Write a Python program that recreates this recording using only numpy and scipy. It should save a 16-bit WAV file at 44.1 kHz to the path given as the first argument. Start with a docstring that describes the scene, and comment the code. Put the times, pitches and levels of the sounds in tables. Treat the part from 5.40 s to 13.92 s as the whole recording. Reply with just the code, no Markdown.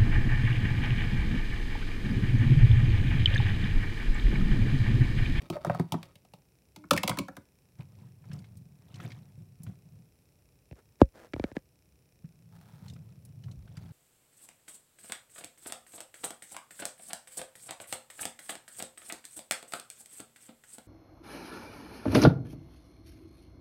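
"""Fingers press into a tub of wet gel beads, which rub with a low rubbery murmur, soft pats and wet clicks.
Before that a hand shoves a lidded plastic tub over a steel counter and light plastic clatters down.
Blows ring decaying modes, friction shapes random impulses, and single beads ring as rising sines.
Fingers bump the handheld phone with short falling chirps; a sleeve, the skin and the case add filtered rubs.
The camera ticks faintly once a frame over the hiss and rumble of a small quiet room."""
import sys
import numpy as np
from scipy import signal
from scipy.fft import rfft, irfft
from scipy.io import wavfile
from scipy.ndimage import uniform_filter1d

SR = 44100
rng = np.random.default_rng(int(sys.argv[2]) if len(sys.argv) > 2 else 0)


def transcribe(u):
    """Save the signal u as a 16-bit wav file named by the first command-line argument.

    u: samples, shape (n,) or (channels, n), limited to [-1, 1]; the rate is SR.
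    q: integer samples, one column per channel.
    """
    v = np.clip(np.atleast_2d(u).T, -1, 1)
    q = np.round(v * 32767).astype(np.int16)
    wavfile.write(sys.argv[1], SR, q)


N = 375732
TIME = np.arange(N) / SR
HIT_SIZE = 16384  # longest single hit, in samples
AGE = TIME[:HIT_SIZE]  # seconds since the start of a hit

# snap of plastic on a hard surface: f/Hz, level/dB
CRACK = [(60, -20), (150, 4), (450, 8.5), (700, 3), (1400, 4), (2400, 3), (3000, -0.5), (5400, -7.5),
         (6500, -12), (9500, -12.5), (13000, -16), (16000, -17.5)]
# colour of skin on the phone: f/Hz, level/dB
SKIN_COLOUR = [(100, -8.5), (500, 6.5), (1000, -5), (1700, -4), (2600, -15.5), (6000, -20.5), (16000, -29)]


def undb(db):
    """Decibels to gain."""
    return 10 ** (np.asarray(db) / 20)


def unit(x):
    """Scale to rms 1."""
    return x / np.sqrt(np.mean(x ** 2))


def burst(x):
    """Scale a hit so that its loudest 8 ms have rms 1."""
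    return x / np.sqrt(uniform_filter1d(x ** 2, size=353).max())


def fade(t60):
    """Exponential decay by 60 dB in t60 seconds, over the length of one hit."""
    return np.exp(-np.log(1000) * AGE / t60)


def add(track, s, x):
    """Mix x into the track from time s."""
    i = max(int(s * SR), 0)
    track[i:i + len(x)] += x[:max(N - i, 0)]


def band(x, lo_hz, hi_hz):
    """Causal band-pass."""
    edges_hz = [lo_hz, min(hi_hz, SR / 2 - 1)]
    return signal.sosfilt(signal.butter(2, edges_hz, "band", fs=SR, output="sos"), x)


def colour(x, points):
    """Causal filter through (f/Hz, level/dB) points, from the cepstrum of its log gain."""
    size = 4096
    hz, db = np.transpose(points)
    grid_hz = np.arange(size // 2 + 1) * SR / size
    gain_db = np.interp(np.log(grid_hz + 1), np.log(hz), db)
    cepstrum = irfft(np.log(undb(gain_db)))
    # folding the cepstrum forward gives minimum phase
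    cepstrum[1:size // 2] *= 2
    cepstrum[size // 2 + 1:] = 0
    impulse = irfft(np.exp(rfft(cepstrum)))
    return signal.fftconvolve(x, impulse)[:len(x)]


def ring(modes, scatter_db=0, detune=0):
    """Decaying modes; each point of contact weights and detunes them a little."""
    out = np.zeros(HIT_SIZE)
    for hz, db, t60 in modes:
        weight, shift = rng.standard_normal(2)
        tone = np.sin(2 * np.pi * hz * (1 + detune * shift) * AGE)
        out += undb(db + scatter_db * weight) * fade(t60) * tone
    return out


def walk(rate):
    """Smooth random drift of rms 1, with about `rate` new values a second."""
    k = int(SR / rate)
    steps = np.repeat(rng.standard_normal(N // k + 1), k)
    return unit(uniform_filter1d(steps, k)[:N])


def clicks(per_s, spread_db):
    """Random impulses of either sign: many small, a few large."""
    size = undb(spread_db * np.minimum(rng.exponential(size=N), 4))
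    return (rng.random(N) < per_s / SR) * size * rng.choice([-1, 1], N)


def weigh(x, edges_hz, low_db, high_db):
    """The place and hardness of a blow set how much goes into lows and highs beside the mids."""
    low, mid, high = (burst(band(x, lo, hi)) for lo, hi in zip(edges_hz, edges_hz[1:]))
    return undb(low_db) * low + mid + undb(high_db) * high


def disperse(x, cycles):
    """Bending waves run faster when higher: each frequency arrives about `cycles` of its own periods late."""
    hz = np.arange(HIT_SIZE + 1) * SR / (2 * HIT_SIZE)
    delay = np.exp(-2j * np.pi * cycles * np.log(hz + 20))
    return irfft(rfft(x, 2 * HIT_SIZE) * delay)[:HIT_SIZE]


def held(rows, attack_s, release_s):
    """Friction contacts: each builds up, holds while the movement lasts and dies away."""
    out = np.zeros(N)
    for s, length, db in rows:
        attack = np.clip((TIME - s) / attack_s, 0, 1)
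        release = np.exp(-np.maximum(TIME - s - length, 0) / release_s)
        out += undb(db) * attack * release
    return out


def swell(s, build_s, ease_s):
    """Pressure grows to a peak at time s and eases off."""
    return np.exp(-np.maximum((s - TIME) / build_s, (TIME - s) / ease_s))


def blows(table, modes, note_db, note_t60, crack_db, crack_t60, buzz_db, buzz_t60, contact_s, dispersion):
    """Struck plastic: its modes, the note of the wall hit, a short crack and the buzz of many small modes."""
    out = np.zeros(N)
    contact = 1 - np.exp(-AGE / contact_s)  # contact time softens the onset
    for s, db, thud_db, high_db, note_hz in table:
        body = burst(ring(modes, scatter_db=2.5, detune=0.03))
        note = ring([(note_hz, note_db, note_t60)])
        snap = rng.standard_normal(HIT_SIZE) * (fade(crack_t60) + undb(buzz_db) * fade(buzz_t60))
        hit = body + note + undb(crack_db) * burst(colour(snap, CRACK))
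        spread = disperse(contact * hit, dispersion)
        add(out, s, undb(db) * weigh(spread, (100, 400, 2000, 18000), thud_db, high_db))
    return out


def air():
    """Low room rumble and microphone hiss: coloured noise whose level drifts slightly."""
    # still room: f/Hz, level/dB
    air_colour = [(15, -41), (25, -9), (55, 2.5), (133, 2.5), (246, -8), (445, -9.5), (1140, -25),
                  (1900, -26.5), (2630, -23.5), (3440, -30), (5010, -27.5), (5430, -23), (6380, -30.5),
                  (10100, -25), (15500, -28)]
    hiss = colour(rng.standard_normal(N), air_colour)
    hiss = signal.sosfilt(signal.butter(6, 46, "high", fs=SR, output="sos"), hiss)
    return undb(-66 + 0.25 * walk(2.1)) * unit(hiss)


def tub():
    """The tub knocks and judders along the counter; stick and slip drive the same modes."""
    # tub knocks: t/s, mid-band level/dB, thud re mids/dB, crack re mids/dB, wall note f/Hz
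    knocks = [(0.019, -48.5, 3.5, -1.5, 585), (0.1, -28.5, 2.5, -6, 650), (0.166, -36.5, -27, -17, 680),
              (0.247, -26, -12, -12, 676), (0.267, -33.5, 6.5, -13, 630), (0.297, -20, -5.5, -23, 670),
              (0.347, -31.5, -1.5, -13.5, 770), (0.396, -26, 5.5, -14, 680), (0.521, -28, -0.5, -2, 894),
              (0.54, -26, 0, -24, 646), (0.629, -47.5, -5, 5, 1130), (0.655, -59, 4, 0.5, 540),
              (0.755, -57.5, 2, 3.5, 540), (0.849, -56.5, -5, -5, 635), (0.936, -45.5, -4.5, -4.5, 843)]
    # ringing of the full tub: f/Hz, level/dB, t60/s
    tub_modes = [(128, -8.5, 0.08), (160.7, -3, 0.066), (190.5, -5.5, 0.064), (265.3, -5, 0.041),
                 (350, -2, 0.036), (425.2, -4.5, 0.036), (576, -1.5, 0.039), (668, -4.5, 0.027),
                 (772, -7, .035), (914, -4, 0.037), (1119, -5, 0.026), (1282, -1, 0.024), (1585, -17, .014),
                 (1890, -17, 0.028), (2310, -14.5, 0.022), (3700, -11, 0.021), (4530, -8.5, .012)]
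    # slides over the counter: start t/s, length/s, level/dB
    slides = [(0, 0.064, -54), (.115, 0.043, -45.5), (.2, 0.054, -54), (.245, 0.166, -50.5),
              (.4, 0.32, -63)]
    struck = blows(knocks, tub_modes, note_db=10.5, note_t60=0.013, crack_db=-1.5, crack_t60=0.0091,
                   buzz_db=-29.5, buzz_t60=0.081, contact_s=0.005, dispersion=0.497)
    grip = clicks(per_s=450, spread_db=0.5)
    judder = unit(signal.fftconvolve(grip, ring(tub_modes))[:N])
    judder += undb(-8) * unit(colour(grip, CRACK))
    return struck + held(slides, attack_s=0.012, release_s=0.012) * judder


def camera():
    """The camera mechanism ticks once a frame, each tick ringing small high modes at its own strength."""
    frame_hz, first_frame_s = 29.985, 0.0205
    # camera tick: f/Hz, level/dB, t60/s
    tick_modes = [(2520, -4, 0.01), (4040, -6.5, .006), (5470, -1, 0.006), (5950, -9.5, 0.0084),
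                  (7170, -10, 0.009)]
    strikes = np.zeros(N)
    frames = (np.arange(first_frame_s, TIME[-1], 1 / frame_hz) * SR).astype(int)
    strikes[frames] = undb(2.0 * rng.standard_normal(len(frames)))
    return undb(-79.5) * unit(signal.fftconvolve(strikes, ring(tick_modes))[:N])


def groans(waver=0.03):
    """Plastic sticks and slips regularly: a nearly pure, unsteady tone with a weak octave."""
    # groans: t/s, length/s, pitch f/Hz, level/dB
    groan_rows = [(0.153, 0.024, 603, -37), (1.365, 0.11, 305.7, -54)]
    out = np.zeros(N)
    for s, length, hz, db in groan_rows:
        size = int(length * SR)
        phase = 2 * np.pi * hz * np.cumsum(1 + waver * walk(90)[:size]) / SR
        tone = np.sin(phase) + undb(-17.5) * np.sin(2 * phase)
        add(out, s, undb(db) * unit(tone * signal.windows.tukey(size, 0.5)))
    return out


def clatter():
    """Light plastic lands and rocks to rest in a run of ringing blows."""
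    # plastic on the counter: t/s, mid-band level/dB, thud re mids/dB, crack re mids/dB, wall note f/Hz
    landings = [(1.36, -45, -4, 0, 893), (1.438, -50, 3, -11.5, 1080), (1.508, -12.5, -8, -3, 1302),
                (1.532, -24, -2, -3, 930), (1.563, -30.5, -11, 2, 1640), (1.575, -32.5, -6, 8.5, 1820),
                (1.632, -23.5, -5.5, 0, 755), (1.676, -24, -6.5, 2, 2270), (1.693, -24, -5, -1.5, 990),
                (1.712, -33.5, -3.5, -18, 1110), (1.771, -33, 0, -6, 985), (1.786, -26, -2, -0.5, 1080),
                (1.882, -36.5, -3.5, -11.5, 750), (1.966, -40, -2, -2.5, 2087)]
    # ringing of the light plastic: f/Hz, level/dB, t60/s
    plastic_modes = [(114, -14.5, .09), (194.2, -8.5, 0.082), (288.2, -6, 0.07), (400, -6, .04),
                     (510, -8.5, 0.044), (530, -11, 0.099), (574, -10, .06), (762, -10, 0.019),
                     (920, -9.5, .025), (1044, -2, 0.0083), (1244, -6.5, .025), (1380, -5, .022),
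                     (1666, -6, 0.032), (2215, 2.5, 0.022)]
    return blows(landings, plastic_modes, note_db=0, note_t60=0.023, crack_db=-3.5, crack_t60=0.022,
                 buzz_db=-21.5, buzz_t60=0.08, contact_s=0.00097, dispersion=2.5)


def bead_pats(pitch_hz=140, swell_s=0.005):
    """The jelly-like mass gives way under the hand with a soft, damped bounce and a faint squish."""
    # pats or pushes on the beads: t/s, level/dB
    pats = [(2.393, -36.5), (2.902, -38), (3.602, -45), (4.203, -42.5), (4.271, -41.5), (4.561, -47),
            (6.843, -38.5), (7.513, -46.5), (8.373, -40), (8.418, -43.5)]
    out = np.zeros(N)
    for s, db in pats:
        hz = pitch_hz * rng.uniform(0.88, 1.12)
        bounce = AGE * np.exp(-AGE / swell_s) * np.sin(2 * np.pi * hz * AGE)
        squish = band(rng.standard_normal(HIT_SIZE), 230, 2100) * fade(0.095)
        add(out, s, undb(db) * (burst(bounce) + undb(-30.5) * burst(squish)))
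    return out


def bead_rubbing():
    """Soft beads stick and slip and shake the tub; their wet film crackles in short pitched grains."""
    # finger pushes: peak t/s, build-up/s, easing/s, level/dB, wet crackle re push/dB
    strokes = [(2.405, .008, 0.014, -41, -12), (2.63, 0.15, .08, -48.5, -19),
               (2.95, 0.07, 0.078, -40, -19.5), (3.161, 0.05, 0.14, -46.5, -37),
               (3.65, 0.086, 0.053, -38, -12), (3.78, 0.042, 0.11, -47, -19),
               (3.98, 0.028, 0.13, -46.5, -32), (4.29, 0.053, 0.052, -41, -24),
               (4.46, 0.019, .035, -49.5, -25.5), (4.57, 0.049, 0.048, -48, -36),
               (7.14, .12, 0.056, -52.5, -27), (7.41, 0.21, 0.078, -47.5, -25),
               (7.53, 0.051, 0.072, -42, -33), (7.68, 0.061, .1, -49, -21.5), (7.9, 0.061, 0.063, -47, -32),
               (8.1, 0.18, 0.099, -43.5, -33.5), (8.43, 0.16, 0.13, -45.5, -17.5)]
    # mass of beads in its tub: f/Hz, level/dB
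    bead_body = [(40, -35), (70, -11), (105, 7.5), (150, 3.5), (190, -0.5), (240, -13.5), (330, -23),
                 (700, -31), (1500, -52.5)]
    # wet film between the beads: f/Hz, level/dB
    film = [(120, -21.5), (260, 12.5), (400, 2), (750, 3), (1400, -5.5), (2300, -6.5), (4000, -10.5),
            (7000, -19.5), (11000, -21.5), (16000, -18.5)]
    push_power, wet_power = np.zeros(N), np.zeros(N)
    for s, build, ease, db, wet_db in strokes:
        force = undb(db) * swell(s, build, ease)
        push_power += force ** 2
        wet_power += (force * undb(wet_db)) ** 2
    murmur = unit(colour(clicks(per_s=240, spread_db=0.0), bead_body))
    crackle = np.zeros(N)
    for hz in np.geomspace(230, 14000, num=44):
        grain = fade(min(24 / hz, 0.02)) * np.sin(2 * np.pi * hz * AGE)
        grains = signal.oaconvolve(clicks(per_s=33, spread_db=3.5), grain[:HIT_SIZE // 8])[:N]
        crackle += np.sqrt(hz) * unit(grains)
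    return np.sqrt(push_power) * murmur + np.sqrt(wet_power) * unit(colour(crackle, film))


def bead_slips(pocket_t60=0.017, rise=3, swell_s=0.0019):
    """A bead squirts free: the film snaps and a tiny air pocket rings, rising in pitch."""
    # wet clicks of single beads: t/s, level/dB, starting pitch f/Hz
    slips = [(2.84, -65.5, 930), (2.9144, -55.5, 1630), (2.931, -57, 5200), (2.9886, -62.5, 4500),
             (3.042, -62, 2130), (3.17, -61.5, 8060), (3.5413, -56.5, 2930), (3.5564, -59, 4140),
             (3.6002, -50, 1320), (3.625, -59, 1660), (3.6532, -58, 1510), (3.704, -56.5, 2090),
             (3.7177, -52.5, 2204), (4.2327, -52, 10600), (4.2649, -57, 1460), (7.481, -57, 4124),
             (7.498, -56, 3630), (7.5348, -62.5, 5000), (7.561, -63, 1290), (7.8498, -59, 9770),
             (8.0373, -60, 2920), (8.0828, -61.5, 1066), (8.113, -60.5, 4000), (8.276, -63.5, 1470),
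             (8.3688, -57.5, 4670), (8.371, -57.5, 1410)]
    out = np.zeros(N)
    opening = 1 - np.exp(-AGE / swell_s)
    for s, db, hz in slips:
        phase = 2 * np.pi * hz * AGE * (1 + rise * AGE)
        pocket = fade(pocket_t60) * np.sin(phase) * opening
        snap = band(rng.standard_normal(HIT_SIZE), hz / 2, hz * 2) * fade(0.041) * opening
        add(out, s, undb(db) * (burst(pocket) + burst(snap)))
    return out


def phone_taps(dispersion=0.812, note_t60=0.016):
    """Each bump crosses the case as a pulse that falls in pitch; the case clicks and the fingertip scuffs."""
    # finger bumps: t/s, mid-band level/dB, boom re mids/dB, tick re mids/dB, case note f/Hz, note level/dB
    taps = [(5.312, -43.5, 5, -8.5, 2680, -11), (5.327, -46.5, -5, -8, 1690, -17),
            (5.616, -4.5, -4.5, -17, 1600, -12.5), (5.935, -36, -18, -0.5, 1520, -29),
            (5.938, -28.5, -3.5, -5.5, 2290, -9), (5.963, -32.5, -2, -13.5, 1680, -16),
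            (5.997, -25, -4.5, -11.5, 2370, -11), (6.04, -22.5, -9.5, -7.5, 2210, -12),
            (6.116, -40.5, -3, -7, 1600, -6), (6.167, -26.5, -16, -6, 1660, -5)]
    # response of the phone body: f/Hz, level/dB
    phone_body = [(25, -17), (45, -7.5), (62, -1), (100, 0), (150, 4), (280, 3), (400, -3.5), (600, -7),
                  (1200, -16), (2400, -25.5), (4500, -43), (7500, -58.5), (16000, -71)]
    # faint ring of the phone: f/Hz, level/dB, t60/s
    phone_modes = [(537, -19.5, 0.087)]
    pulse = colour(signal.unit_impulse(HIT_SIZE), phone_body)
    chirp = burst(disperse(pulse, dispersion))
    out = np.zeros(N)
    for s, db, boom_db, tick_db, note_hz, note_db in taps:
        rub = colour(rng.standard_normal(HIT_SIZE) * fade(0.018), SKIN_COLOUR)
        scuff = burst(band(rub, 100, 3900))
        case = ring(phone_modes + [(note_hz, note_db, note_t60)])
        hit = chirp + undb(-21.5) * scuff + case
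        add(out, s, undb(db) * weigh(hit, (35, 150, 1500, 16000), boom_db, tick_db))
    return out


def case_flexes():
    """The case flexes under the grip with a deep rumble of narrow-band noise."""
    # flexes: start t/s, length/s, level/dB
    flexes = [(5.315, 0.016, -59.5), (5.62, .06, -63.5), (5.94, .1, -67), (8.16, 0.067, -50),
              (8.28, .24, -61.5)]
    rumble = unit(band(rng.standard_normal(N), 52, 80))
    return held(flexes, attack_s=0.02, release_s=0.038) * rumble


def skin_drags():
    """Skin drags on the phone as the grip shifts: dense random impulses, coloured dull."""
    # drags: start t/s, length/s, level/dB
    drags = [(5.355, 0.039, -60.5), (5.595, 0.021, -45), (5.735, 0.13, -55.5), (5.94, 0.17, -59.5),
             (6.15, 0.0097, -45)]
    skin = unit(colour(clicks(per_s=4200, spread_db=4.5), SKIN_COLOUR))
    return held(drags, attack_s=0.018, release_s=0.012) * skin


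def sleeve_brushes():
    """The sleeve brushes along the tub; its cloth rustles softly and unevenly."""
    # brushes: start t/s, length/s, mean level/dB
    brushes = [(7.12, 0.046, -64.5), (7.2, 0.27, -65.5), (8.36, 0.19, -70.5)]
    # colour of the cloth: f/Hz, level/dB
    cloth = [(150, -16), (650, -1.5), (880, 4), (1100, -4), (1300, 0.5), (1800, -6.5), (2600, -12),
             (4000, -10.5), (6000, -18), (16000, -17.5)]
    sleeve = unit(colour(clicks(per_s=930, spread_db=3.0), cloth)) * undb(2 * walk(51))
    return held(brushes, attack_s=0.0083, release_s=0.025) * sleeve


def room(x, low_t60=0.24, high_t60=0.24):
    """A short diffuse tail that builds up over the first milliseconds."""
    low, high = rng.standard_normal((2, HIT_SIZE))
    tail = band(low, 90, 2500) * fade(low_t60)
    tail += undb(-4.5) * band(high, 3200, 9900) * fade(high_t60)
    tail *= 1 - np.exp(-AGE / 0.0028)
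    return signal.fftconvolve(x, tail / np.sqrt(np.sum(tail ** 2)))[:N]


def scene():
    """Plastic and beads reach the room; the phone's own sounds and the sleeve stay dry."""
    shove = tub() + groans()
    rattle = clatter()
    beads = bead_pats() + bead_rubbing() + bead_slips()
    echo = room(undb(-18.5) * shove + undb(-16) * rattle + undb(-18.5) * beads)
    handling = phone_taps() + case_flexes() + skin_drags() + sleeve_brushes()
    return (shove + rattle + beads + echo + handling + camera() + air())[None]


def record(dry):
    """The phone drops the deepest bass, clips at full scale and cuts the top."""
    bass_hz, top_hz = 30, 15800
    x = signal.sosfilt(signal.butter(2, bass_hz, "high", fs=SR, output="sos"), dry)
    top_cut = signal.ellip(8, 0.2, 70, top_hz, fs=SR, output="sos")
    return signal.sosfilt(top_cut, np.clip(x, -1, 1))


dry = scene()
out = record(dry)
transcribe(out)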